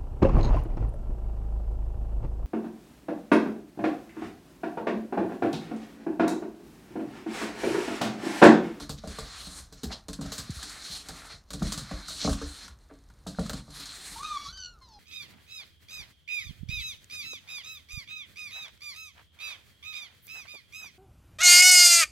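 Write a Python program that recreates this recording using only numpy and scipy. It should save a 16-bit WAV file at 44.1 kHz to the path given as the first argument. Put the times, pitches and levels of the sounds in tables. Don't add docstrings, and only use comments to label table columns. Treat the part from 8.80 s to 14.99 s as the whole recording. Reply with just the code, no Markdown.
import sys
import numpy as np
from scipy import signal
from scipy.fft import rfft, irfft, next_fast_len
from scipy.io import wavfile
from scipy.ndimage import uniform_filter1d

SR = 44100
rng = np.random.default_rng(int(sys.argv[2]) if len(sys.argv) > 2 else 0)


def store_wav(level_fs):
    pcm = np.round(np.clip(np.atleast_2d(level_fs), -1, 1) * 32767)
    wavfile.write(sys.argv[1], SR, pcm.T.astype(np.int16))


def elevation(decibels):
    levels = np.asarray(decibels, float)
    return 10 ** (levels / 20)


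N = 272972
FAST = next_fast_len(N)

# (frequency [Hz], level [dB], ring time t60 [s])
BOARD_MODES = [(46.2, -2.5, 0.36), (63.8, -1.5, 0.4), (135.2, 1.5, 0.4), (151.4, 1.5, 0.39),
               (190.4, 6.5, 0.15), (218, -8, 0.65), (284.4, 2, 0.33), (329.3, -6, 0.43),
               (388.6, -0.5, 0.21), (460, -11, 0.13), (526, -7.5, 0.1), (640, 2.5, 0.024),
               (780, -10.5, 0.079), (878, 0.5, 0.014), (1110, -10.5, 0.05), (1146, -12, 0.097),
               (1360, -6, 0.034)]
# (time [s], peak [dB], board note [Hz], weight at 40-100 Hz [dB])
LUNGES = [(0.272, -32, 214, -30), (0.399, -40, 166, -33.5), (0.801, -44, 147, -46),
          (1.058, -38, 260, -36.5), (1.693, -42, 200, -44), (1.764, -44, 108, -51), (2.54, -41.5, 142, -47),
          (2.834, -30, 151, -25.5), (3.142, -90, 218, -31), (3.484, -45, 203, -25),
          (3.509, -25, 100, -21.5), (3.631, -37, 150, -29.5), (3.683, -44, 123, -50),
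          (3.895, -58, 126, -41), (4.301, -52, 169, -53), (4.656, -48, 193, -43), (5.349, -44, 152, -45),
          (5.682, -41, 140, -45)]


def level(x, db):
    return x * elevation(db) / np.sqrt(np.mean(x ** 2))


def curve(table):
    s, *columns = np.transpose(table)
    return [np.interp(np.arange(N) / SR, s, c) for c in columns]


def colour(x, points):
    hz, db = np.transpose(points)
    f = np.fft.rfftfreq(FAST, 1 / SR) + 1
    gain = elevation(np.interp(np.log(f), np.log(hz), db, left=-80))
    return irfft(rfft(x, FAST) * gain, FAST)[:N]


def band(x, lo_hz, hi_hz, order=2):
    edges = [lo_hz, min(hi_hz, .45 * SR)]
    return signal.sosfilt(signal.butter(order, edges, "band", fs=SR, output="sos"), x)


def walk(rate):
    k = int(SR / rate)
    steps = np.repeat(rng.standard_normal(N // k + 1), k)
    return 1.48 * uniform_filter1d(uniform_filter1d(steps, k), k)[:N]


def add(out, s, sound):
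    i = max(int(s * SR), 0)
    out[i:i + len(sound)] += sound[:N - i]


def landings():
    # (time [s], peak [dB], board note [Hz], knock at 450-1500 Hz [dB])
    slaps = [(0.004, -34, 218, -36.5), (0.096, -29, 158, -35.5), (0.239, -38, 168, -35.5),
             (0.386, -38, 169, -33.5), (1.034, -28, 241, -41), (1.119, -44, 119, -48),
             (1.286, -31, 194.4, -37.5), (1.389, -29.5, 190, -40), (1.414, -27.5, 180, -40),
             (1.451, -32.5, 150, -43.5), (1.521, -41, 287, -39.5), (1.584, -33.5, 129, -43),
             (2.289, -35, 167, -50), (2.736, -30.5, 188, -37.5), (2.808, -31.5, 188, -52),
             (2.82, -21.5, 185, -28), (2.922, -32.5, 158, -43), (2.975, -31, 146, -41),
             (3.112, -32, 205, -33), (3.417, -37.5, 198, -50), (3.449, -19.5, 174, -26.5),
             (3.476, -19.5, 226, -21.5), (3.615, -36, 316, -33.5), (4.111, -45, 314, -48),
             (4.467, -31.5, 202, -37.5), (4.586, -19.5, 177.6, -24.5), (4.7, -30.5, 157, -37.5),
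             (4.734, -30, 200, -35.5)]
    # (time [s], peak [dB], board note [Hz])
    pats = [(0.67, -40.5, 186), (0.922, -45, 168), (1.83, -44.5, 275), (2.098, -43.5, 128),
            (2.704, -41.5, 216), (3.284, -49, 172), (3.844, -46.5, 169), (3.897, -52, 125),
            (4.88, -41.5, 171), (5.006, -47, 148), (5.313, -44, 152)]
    rows = [(s, db, hz, db - 12.5, knock, 0.89, 0) for s, db, hz, knock in slaps]
    rows += [(s, db, hz, weight, db - 16, 0.47, -10) for s, db, hz, weight in LUNGES]
    rows += [(s, db, hz, db - 9, db - 8, 1, 0) for s, db, hz in pats]
    return rows


def paws():
    out, t = np.zeros(N), np.arange(SR // 3) / SR
    hz, mode_db, t60 = np.array(BOARD_MODES).T[:, :, None]
    push_s, damp_power = .006, 0.27
    hard_damp = 0.22
    rows = landings()
    chance = rng.standard_normal((len(rows), 2, len(BOARD_MODES), 1))
    for row, (size, detune) in zip(rows, chance):
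        s, peak_db, note_hz, weight_db, knock_db, ring, muffle_db = row
        near_db = peak_db + muffle_db - 9.5 - 9 * np.abs(np.log2(hz / note_hz))
        db = np.where(hz < 100, weight_db + 3.5, np.where(hz < 450, near_db, knock_db - 0.5))
        db = db + mode_db + 1.9 * size
        rise = (1 - np.exp(-t * hz / 0.5)) ** 2
        ring_share = max(ring * elevation(-hard_damp * max(peak_db + 31.0, 0)), .2)
        pad_damping = np.where(hz < 450, np.minimum(note_hz / hz, 1) ** damp_power, 1)
        fade = elevation(-60 * t / (t60 * ring_share * pad_damping))
        rings = elevation(db) * rise * fade * np.sin(2 * np.pi * hz * (1 + 0.0445 * detune) * t + 3 * detune)
        push = (t / push_s) * np.exp(1 - t / push_s)
        fall_s = .022 if muffle_db else .035
        turns = 1.22 * note_hz * fall_s * (1 - np.exp(-t / fall_s))
        slap = elevation(peak_db - 4.0) * push * np.sin(2 * np.pi * turns)
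        add(out, s - .0002, rings.sum(axis=0) + slap)
    return out


def thumps():
    # (time [s], peak [dB], start pitch [Hz], end pitch [Hz])
    blows = [
        (1.6945, -26.5, 314, 61),
        (1.7655, -35.5, 140, 56),
        (3.136, -29, 88, 54),
        (1.074, -33, 114, 63),
    ]
    sink_s = 0.0071
    out, t = np.zeros(N), np.arange(SR // 8) / SR
    for s, db, start_hz, end_hz in blows:
        turns = end_hz * t + (start_hz - end_hz) * sink_s * (1 - np.exp(-t / sink_s))
        rise_s = .006 * np.sqrt(330 / start_hz)
        push = (t / rise_s) * np.exp(1 - t / rise_s)
        add(out, s, -elevation(db) * push * np.sin(2 * np.pi * turns))
    return out


def raps():
    # (time [s], peak [dB], note [Hz])
    knocks = [(0.094, -30, 1280), (0.237, -32, 640), (0.387, -27, 1172), (1.107, -32, 721),
              (1.46, -34, 635), (1.827, -30.5, 1730), (2.083, -38, 1180), (2.294, -33.5, 790),
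              (2.369, -51, 1360), (2.42, -36, 1380), (2.505, -36, 1560), (2.706, -37, 592),
              (2.821, -33, 666), (2.921, -31, 1220), (3.111, -28.5, 595), (3.285, -30, 1420),
              (3.447, -19, 604), (3.485, -23, 690), (3.529, -27.5, 1180), (3.618, -32, 590),
              (4.102, -43, 610), (4.465, -29.5, 680), (4.548, -38, 1540), (4.587, -25.5, 606),
              (4.695, -29, 600), (4.96, -43, 1640), (0.008, -36.5, 520), (0.028, -34, 330),
              (0.274, -37, 440), (1.035, -31, 425), (1.054, -31, 380), (1.085, -38, 400),
              (0.925, -42.5, 328), (1.284, -34.5, 480), (1.79, -39, 1200), (2.432, -39, 1350),
              (2.451, -39, 880), (2.467, -39, 1300), (1.39, -38, 560), (1.413, -38, 640), (1.521, -37, 620),
              (3.305, -38, 650)]
    ring_cycles, twin_ratio, twin_db = 15.6, 1.914, -8
    out, t = np.zeros(N), np.arange(SR // 10) / SR
    for s, db, hz in knocks:
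        twin_hz = hz * twin_ratio if hz < 900 else hz / twin_ratio
        fade = (1 - np.exp(-t / 0.0005)) * elevation(-60 * t * np.sqrt(hz * 800) / ring_cycles)
        modes = np.sin(2 * np.pi * hz * t) + elevation(twin_db) * np.sin(2 * np.pi * twin_hz * t)
        add(out, s, elevation(db - 1) * fade * modes)
    return out


def claws():
    # (time [s], peak [dB], sharp edge [dB], scratch t60 [s])
    skidding = [(0.0945, -20.5, 3.5, 0.19), (0.275, -28.5, -18, 0.2), (0.388, -24, -25, 0.16),
                (0.926, -32, 3, 0.12), (1.0337, -23.5, 7, 0.14), (1.284, -25, -10, 0.15),
                (1.3314, -25, -17, 0.13), (1.4117, -28, -7, 0.18), (1.5201, -21.5, 1, 0.26),
                (1.5809, -20, -1, 0.19), (1.83, -20.5, -22, 0.096), (1.897, -25, -8, 0.1),
                (2.287, -21, 2, 0.091), (2.7058, -22.5, 2, 0.12), (2.7331, -23, -10, 0.12),
                (2.796, -34, -7, 0.11), (2.825, -25.5, -7, 0.082), (2.9218, -15.5, -10, 0.15),
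                (2.9768, -20.5, -14, 0.21), (3.282, -23, -1, 0.26), (3.426, -28, -20, 0.21),
                (3.5205, -26, -28, 0.11), (4.4685, -27, -12, 0.24), (4.6966, -14, 3, 0.068),
                (4.7326, -23, -12, 0.083), (4.773, -35, -17, 0.12), (4.9515, -37, -19, 0.36),
                (5.0007, -24, 2, 0.13), (5.057, -25, -29, 0.18)]
    # (time [s], peak [dB], wood note at 1-1.8 kHz [dB])
    tips = [(1.461, -30, -9), (1.706, -27, -29), (2.8692, -28, -36), (3.1115, -32, 0), (3.494, -21.5, -8.5),
            (3.531, -23.5, -8), (3.6196, -29.5, -3), (3.88, -32.5, -4.5), (4.301, -48, 0), (4.594, -27, -7),
            (4.662, -34, 0.5), (4.905, -37.5, -14), (5.43, -32, -9), (5.774, -42, -6), (6.0197, -53, -3)]
    strikes = [(s, db, -14, edge, t60) for s, db, edge, t60 in skidding]
    strikes += [(s, db, wood, -44, 0.071) for s, db, wood in tips]
    out, t = np.zeros(N), np.arange(SR // 5) / SR
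    chance = rng.standard_normal((len(strikes), 2, len(t)))
    for (s, peak_db, wood_db, edge_db, t60), (noise, grit) in zip(strikes, chance):
        tick = np.exp(-t / 0.00025)
        scratch = 0.36 * (1 - np.exp(-t / 0.00058)) * elevation(-60 * t / max(t60, .01))
        skid = noise * elevation(3.1 * grit) * (tick + scratch)
        parts = [(band(skid, 3620, 5250), peak_db - 15.0), (band(skid, 3890, 8720), peak_db - 6.0),
                 (band(skid, 1056, 1760), peak_db + wood_db - 3.5),
                 (band(skid, 7700, 13400), peak_db + edge_db - 20.5)]
        add(out, s - .0005, sum(elevation(db) * p / np.abs(p).max() for p, db in parts))
    return out


def scrapes():
    # (time [s], rms [dB], swell [s], fade [s], start [Hz], end [Hz])
    rubs = [
        (0.169, -50.5, 0.021, 0.0084, 3480, 4170),
        (1.095, -37, 0.032, 0.025, 1140, 3700),
        (2.49, -47, 0.015, 0.025, 890, 1580),
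        (4.09, -60, 0.016, 0.026, 900, 1230),
    ]
    out, t = np.zeros(N), np.arange(SR // 5) / SR
    for s, db, swell, fade, start_hz, end_hz in rubs:
        roughness = 6.7 * uniform_filter1d(rng.standard_normal(len(t)), 64)
        grit = rng.standard_normal(len(t)) * elevation(2.9 * roughness)
        shape = np.where(t < swell, t / swell, np.exp(-(t - swell) / fade))
        along = np.clip(t / swell, 0, 1)
        dull = level(band(grit, 0.5 * start_hz, 1.9 * start_hz), db)
        bright = level(band(grit, 0.74 * end_hz, 1.36 * end_hz), db)
        add(out, s, shape * ((1 - 0.54 * along) * dull + along * bright))
    return out


def slides():
    # (full speed from [s], to [s], hiss [dB], extra drag of a pressed pad [dB])
    slips = [(0, 0.03, -51, 1), (0.314, 0.393, -53, 2.5), (0.373, 0.608, -53.5, 2),
             (0.586, 0.677, -49.5, -2.5), (.69, 0.793, -54.5, 1.5), (0.977, 1.19, -65.5, 1),
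             (1.45, 1.8, -57.5, 3.5), (1.76, 2.026, -51, -0.5), (2.063, 2.169, -48.5, -3.5),
             (2.13, 2.215, -53.5, -1), (2.267, 2.475, -58, 5.5), (2.86, 2.917, -50.5, 0),
             (2.9, 3.286, -57.5, 3), (3.305, 3.39, -48, -4.5), (3.417, 3.482, -45.5, -2),
             (3.46, 3.553, -51, -10), (3.586, 3.71, -56, 2), (3.69, 3.854, -54, -1),
             (3.995, 4.55, -83, 6.5), (4.615, 4.696, -55.5, 0.5), (4.68, 4.781, -54, 0),
             (4.78, 4.95, -67, 1), (4.969, 5.304, -54, 1), (5.093, 5.12, -52, -10), (5.26, 5.403, -52, 0),
             (5.43, 5.675, -55.5, -1), (2.505, 2.535, -54.5, 0), (3.5, 3.533, -54, -10)]
    dig_db = [0.5, 0, -0.8, 0, 4.5, -0.5, -0.5, 0.5, 1.5, 1, 3.5, -1.5, 0, -2.5, -10, -1, -2.5, 1, 11, -1,
              -3.5, 1, 2.5, -1.5, 5, -1, -5, 10]
    gather_db_s, stop_db_s = 159, 240
    t = np.arange(N) / SR
    start, end, db, press = np.array(slips).T[:, :, None]
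    hiss = db - gather_db_s * np.maximum(start - t, 0) - stop_db_s * np.maximum(t - end, 0)
    scratch = -44 + 1.19 * (hiss + 44) - 0.12 * press + np.array(dig_db)[:, None]
    return hiss.max(axis=0), (hiss + press).max(axis=0), scratch.max(axis=0)


def slipping():
    # (frequency [Hz], level per Hz [dB])
    drag_spectrum = [(150, -43), (250, -8), (282, -4), (510, -21), (557, -17), (698, -5.5), (955, -6),
                     (1200, 1), (2760, -3), (4190, 7.5), (4990, 0.5), (9010, 1), (16000, -22.5)]
    grains = rng.standard_normal(N) * elevation(2.5 * np.minimum(rng.exponential(size=N), 3))
    spectrum = rfft(level(colour(grains, drag_spectrum), 0), FAST)
    octave = np.log2(np.fft.rfftfreq(FAST, 1 / SR) + 1)
    hiss_db, drag_db, scratch_db = slides()
    out, judder_db = 0, 1.3 * walk(45)
    for hz in 250 * 2 ** np.arange(0, 6.5, .5):
        share = np.clip(1 - np.abs(octave - np.log2(hz)) / .5, 0, 1)
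        if hz < 2400:
            db = drag_db + 8.5
        elif hz < 6800:
            db = hiss_db + 6.5
        else:
            db = scratch_db + 5.0
        out = out + irfft(spectrum * share, FAST)[:N] * elevation(db + judder_db + 2.0 * walk(18))
    return out


def whine():
    # (time [s], pitch [Hz], hum through the nose [dB], mouth [dB])
    calls = [
        [(5.36, 898, -42, -75), (5.376, 897, -48, -70), (5.39, 1054, -51, -74), (5.412, 1128, -37, -66),
         (5.425, 1213, -51, -66), (5.433, 1215, -31.5, -60), (5.441, 1240, -50, -55)],
        [(5.441, 1230, -49, -56), (5.45, 1237, -33.5, -51), (5.462, 1248, -43, -51), (5.498, 1228, -43, -61),
         (5.52, 1207, -30, -52), (5.543, 1178, -40, -62), (5.556, 1165, -35, -55), (5.573, 1130, -30, -49.5),
         (5.585, 1110, -54, -50)],
        [(5.585, 1110, -56, -59), (5.606, 1145, -41, -57), (5.626, 1135, -50, -54), (5.645, 1140, -55, -51),
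         (5.666, 1124, -43, -52), (5.68, 1117, -61, -61), (5.715, 1134, -56, -63)],
        [(5.725, 1515, -57, -63), (5.742, 1522, -59, -54), (5.768, 1560, -60, -55), (5.8, 1512, -52, -52.5),
         (5.826, 1488, -54, -49.5), (5.866, 1448, -51, -49), (5.878, 1440, -53, -58), (5.925, 1420, -60, -69),
         (6.0, 1160, -68, -105)],
        [(5.64, 1237, -59, -60), (5.664, 1273, -56, -51), (5.685, 1310, -53, -48), (5.7, 1395, -53, -60),
         (5.72, 1550, -64, -62)],
        [(6.012, 1080, -61, -68), (6.028, 1062, -57, -61), (6.056, 1000, -64, -63), (6.084, 945, -66, -64),
         (6.11, 885, -62, -65), (6.126, 862, -62, -61), (6.165, 838, -55, -65), (6.18, 812, -58, -71)],
    ]
    # (frequency [Hz], level [dB])
    open_mouth = [(2300, -9), (3300, 1), (4350, 6.5), (4800, -5), (5720, -3), (6000, 6), (7500, -16),
                  (9000, -37)]
    # (frequency [Hz], level [dB])
    shut_mouth = [(1900, -25), (2130, -8), (2800, -26), (3200, -10), (3500, -22), (4050, 2), (5600, -6),
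                  (7000, -28)]
    lips_shut = [False, False, False, False, True, True]
    tilts = [-6, -11, -8, -4, 0, 0]
    depths = [.5, .5, .7, .8, 1, .7]
    # (from [s], to [s], depth [0-1])
    cracks = [
        (5.615, 5.645, .5),
        (5.772, 5.788, .5),
    ]
    out = np.zeros(N)
    t = np.minimum(np.arange(N) / SR, calls[-1][-1][0] - .01)
    tremble = 1 + .005 * walk(110) + .009 * walk(500)
    waver = [(1.5 + .4 * k) * walk(90) + 2.8 * min(k, 1) * walk(30) for k in range(9)]
    crack = sum(d * np.clip(np.minimum(t - a, b - t) / .004 + .5, 0, 1) for a, b, d in cracks)
    rasp = level(colour(rng.standard_normal(N), open_mouth), -10)
    for call, tilt, depth, shut in zip(calls, tilts, depths, lips_shut):
        mouth_hz, shape_db = np.transpose(shut_mouth if shut else open_mouth)
        hz, nose_db, mouth_db = curve(call)
        partial_db = [nose_db]
        for n in range(2, 10):
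            resonance_db = np.interp(np.log(n * hz), np.log(mouth_hz), shape_db)
            partial_db.append(mouth_db + resonance_db + tilt * np.log2(n * hz / open_mouth[2][0]))
        strain = np.clip((mouth_db + 53.5) / 4.5, 0, 1)
        flutter_phase = 2 * np.pi * np.cumsum(98 * (1 + .07 * waver[0])) / SR
        flutter = 1 + strain * (.7 * np.sin(flutter_phase) - .2)
        phase = 2 * np.pi * np.cumsum(hz * tremble) / SR
        gate = np.clip(np.minimum(t - call[0][0], call[-1][0] - t) / .006 + .5, 0, 1)
        voice = rasp * elevation(mouth_db)
        for k, (db, w) in enumerate(zip(partial_db, waver)):
            beating = flutter if k else 1
            if k > 1:
                beating = flutter * (1 + crack * np.cos(phase / 2))
            voice = voice + elevation(db + 3.5 + depth * w) * beating * np.sin((k + 1) * phase)
        out += gate * voice
    return out


def room(x):
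    t60, echo_db = 0.27, -9.5
    t = np.arange(SR // 2) / SR
    noise = rng.standard_normal(len(t)) * (t > .004)
    low = band(noise, 54.0, 1610) * elevation(-60 * t / t60)
    high = band(noise, 1280, 21000) * elevation(-95 * t / t60)
    tail = low + 0.63 * high
    return x + elevation(echo_db) * signal.fftconvolve(x, tail / np.sqrt(np.sum(tail ** 2)))[:N]


def swaying():
    rest_db, jolt_db, settle_s = -60, -41, 0.065
    lunges = np.array(LUNGES)
    since = np.arange(N) / SR - lunges[:, :1]
    jolts = elevation(lunges[:, 3:] + jolt_db) * (since > 0) * np.exp(-np.abs(since) / settle_s)
    rumble_db = np.minimum(20 * np.log10(elevation(rest_db) + jolts.max(axis=0)), -54)
    rumble = level(band(rng.standard_normal(N), 35, 75), 0) * elevation(rumble_db + 2.5 + 2.5 * walk(12))
    shake = rng.standard_normal(N) * elevation(4.5 * walk(25))
    hum = sum(elevation(db) * band(shake, hz * 0.76, hz * 1.3, order=1) for hz, db, _ in BOARD_MODES[2:9])
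    return rumble + level(hum, 0) * elevation(slides()[1] - 7.5)


def camera_ticks():
    clicks, times = np.zeros(N), np.arange(.0388, N / SR - .02, 1 / 20)
    size, double = rng.standard_normal(len(times)), rng.random(len(times))
    clicks[(times * SR).astype(int)] = elevation(2.5 * size)
    clicks[((times + .0155) * SR).astype(int)] = .7 * (double < .17)
    ticks = band(clicks, 4900, 7300, order=4)
    ticks = ticks + .2 * band(clicks, 2500, 5000, order=1) + .17 * band(clicks, 11500, 15000)
    return ticks * elevation(-46.5) / np.abs(ticks).max()


def room_air():
    # (frequency [Hz], level per Hz [dB])
    air_spectrum = [(100, 5), (500, -7), (1300, -10.5), (2400, -22.5), (4300, -17.5), (7000, -26),
                    (8200, -29), (8900, -19), (10200, -29), (14500, -28), (16000, -42)]
    return level(colour(rng.standard_normal(N), air_spectrum), -66.5) * elevation(1.0 * walk(5.3))


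def scene():
    board = paws() + raps() + claws() + scrapes() + slipping()
    mono = room(board + whine()) + thumps() + swaying() + room_air() + camera_ticks()
    return np.array([mono, mono])


def roll_off(x):
    return signal.sosfilt(signal.butter(12, 16360, fs=SR, output="sos"), x)


def record(dry):
    # (frequency [Hz], width [Hz], level [dB])
    port = (4150, 145, 4.1)
    hz, width, db = port
    ported = dry + (elevation(db) - 1) * band(dry, hz - width / 2, hz + width / 2, order=1)
    top = signal.sosfilt(signal.ellip(8, .2, 70, 15800, fs=SR, output="sos"), ported)
    return roll_off(top)


dry = scene()
out = record(dry)
store_wav(out)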